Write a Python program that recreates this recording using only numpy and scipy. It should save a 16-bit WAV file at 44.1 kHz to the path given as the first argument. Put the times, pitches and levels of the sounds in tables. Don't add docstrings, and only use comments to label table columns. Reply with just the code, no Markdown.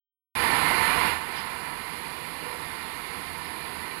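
import sys
import numpy as np
from scipy import signal
from scipy.fft import rfft, irfft, next_fast_len
from scipy.io import wavfile
from scipy.ndimage import uniform_filter1d, map_coordinates

SR = 44100
rng = np.random.default_rng(int(sys.argv[2]) if len(sys.argv) > 2 else 0)


def transcribe(signal):
    frames = np.atleast_2d(signal).T
    limited = np.clip(frames, -1, 1)
    pcm = np.round(limited * 32767).astype(np.int16)
    wavfile.write(sys.argv[1], SR, pcm)


N = 176400
T = np.arange(N) / SR


def amp(db):
    return 10 ** (np.asarray(db) / 20)


def unit(x):
    return x / np.sqrt(np.mean(x ** 2) + 1e-20)


def curve(rows):
    return np.interp(T, *np.transpose(rows))


def wobble(rate_hz):
    return map_coordinates(rng.standard_normal(1024), [T * rate_hz], mode="wrap")


def filtered(x, response):
    size = next_fast_len(N + SR // 2)
    return irfft(rfft(x, size) * response(np.fft.rfftfreq(size, 1 / SR)), size)[:N]


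def rush(spectrum, patchy_db):
    bins = signal.stft(rng.standard_normal(N), nperseg=512)[2]
    patches = uniform_filter1d(rng.standard_normal(bins.shape), size=5, axis=0)
    patches = unit(uniform_filter1d(patches, size=16, axis=1))
    noise = signal.istft(bins * amp(patchy_db * patches), nperseg=512)[1][:N]
    hz, db = np.transpose(spectrum)
    return unit(filtered(noise, lambda f: amp(np.interp(np.log(f + 1), np.log(hz), db))))


def ringing(hz, width_hz):
    noise = rng.standard_normal(N)
    return unit(filtered(noise, lambda f: (1j * f * width_hz / (hz * hz - f * f + 1j * f * width_hz)) ** 2))


def faint_rumble(level_db=-62):
    # frequency in Hz, relative density in dB.
    spectrum = [(15, -14), (35, -8), (70, 2), (130, -4.5), (220, -7.5), (300, -13), (550, -16),
                (1200, -22.5), (2500, -27.5), (4300, -29), (5000, -37.5), (10000, -41), (15000, -36)]
    return amp(level_db) * rush(spectrum, patchy_db=1.5)


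def suction_air(level_db=-41):
    # frequency in Hz, relative density in dB.
    spectrum = [(2000, -45), (4500, -5), (5800, -21.5), (6500, -16), (7500, -14), (8500, -14), (9300, -5.5),
                (10200, 0.5), (11200, -3.5), (12500, -8.5), (14000, -16), (15700, -24)]
    return amp(level_db) * rush(spectrum, patchy_db=0.9)


def paper_web(level_db=-43.5):
    # frequency in Hz, relative density in dB.
    spectrum = [(1500, -29), (2800, 1.5), (3200, 0), (3800, -1), (4350, 0.5), (5000, -4), (5350, -12),
                (5800, -39), (8000, -58)]
    return amp(level_db) * rush(spectrum, patchy_db=1.36)


def swells():
    # peak time and length in seconds, peak level in dB, centre and width in Hz.
    bands = [(1.382, 0.071, -38.5, 3120, 1490), (1.385, 0.051, -41, 4880, 350),
             (2.493, 0.15, -42.5, 498, 200), (3.07, 0.22, -42.5, 2170, 300), (3.85, 0.16, -41, 2000, 400)]
    return sum(amp(db) * np.exp(-2 * ((T - peak_s) / length_s) ** 2) * ringing(hz, width_hz)
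               for peak_s, length_s, db, hz, width_hz in bands)


def drive(shaft_hz=80.4, wander=0.0052):
    # multiple of the shaft rate, level in dB.
    harmonics = [(1, -55), (2, -56), (3, -63.5), (5, -61)]
    # frequency in Hz, level in dB.
    whines = [(3463, -60), (7725, -70)]
    shaft_rad = 2 * np.pi * shaft_hz * np.cumsum(1 + wander * wobble(9)) / SR
    hum = sum(amp(db + 3.4 * wobble(6.26)) * np.sin(k * shaft_rad + rng.uniform(0, 2 * np.pi))
              for k, db in harmonics)
    return np.sqrt(2) * hum + sum(amp(db) * ringing(hz, width_hz=18) for hz, db in whines)


def steel_frame():
    # frequency in Hz, width in Hz, level in dB.
    modes = [(485.5, 14.4, -53.5), (722.6, 25, -55), (823, 11, -54), (900, 12, -47), (978, 16.3, -47),
             (1026.5, 24, -53), (1060.2, 26, -48.5), (1158, 14.7, -50), (1308, 23, -50), (1519, 14, -51.5),
             (1783, 26, -48), (2018, 23, -52.5), (2127, 7.6, -49), (2385, 24, -50), (4165, 21, -56)]
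    return sum(amp(db) * ringing(hz, width_hz) for hz, width_hz, db in modes)


def rollers(rumble_db=-41, roar_db=-35):
    # frequency in Hz, relative density in dB.
    rumble_spectrum = [(15, -44), (28, -18), (40, 0.5), (52, -8.5), (75, 1.5), (100, -2), (125, -4),
                       (155, 2), (230, -0.5), (330, 0), (470, -2), (570, -10), (900, -3), (2000, -48)]
    roar_spectrum = [(300, -28), (620, -8), (740, -3), (860, -3), (960, 4.5), (1080, 1), (1230, -3.5),
                     (1400, -1), (1600, -4), (1820, 1), (2110, 1), (2210, -4.5), (2350, 1), (2580, -7.5),
                     (2900, -6), (3150, -15.5), (4350, -16.5), (5000, -26), (5900, -55)]
    # time in seconds, gain in dB.
    midrange_gain = [(.35, 2.5), (.7, 3), (1.07, 4), (1.25, 2.5), (1.36, 3), (1.55, 1.6), (1.9, 0),
                     (2.7, -0.06), (3.1, -0.25), (3.6, -.2), (4, 0)]
    frame = steel_frame()
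    roar = amp(roar_db + 0.13 * wobble(14)) * rush(roar_spectrum, patchy_db=-0.03)
    rumble = amp(rumble_db) * rush(rumble_spectrum, patchy_db=0.55)
    return rumble + amp(curve(midrange_gain)) * (roar + frame)


def scene():
    left = faint_rumble()
    right = rollers() + drive() + paper_web() + suction_air() + swells()
    return np.array([left, right])


def record(dry, start_s=0.3524, fade_db=6, fade_s=0.025, left_share=0.58, top_hz=15750):
    # time in seconds, gain in dB.
    overall_gain = [(.35, 10), (.8, 10), (1.08, 9), (1.14, 5), (1.2, 0.1), (1.6, -0.34), (4, -0.5)]
    onset_dip_db = fade_db * np.exp(-np.maximum(T - start_s, 0) / fade_s)
    gain_db = curve(overall_gain) * np.array([[left_share], [1]]) - onset_dip_db
    gated = dry * amp(gain_db) * (T >= start_s)
    return np.array([filtered(channel, lambda hz: hz < top_hz) for channel in gated])


dry = scene()
out = record(dry)
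transcribe(out)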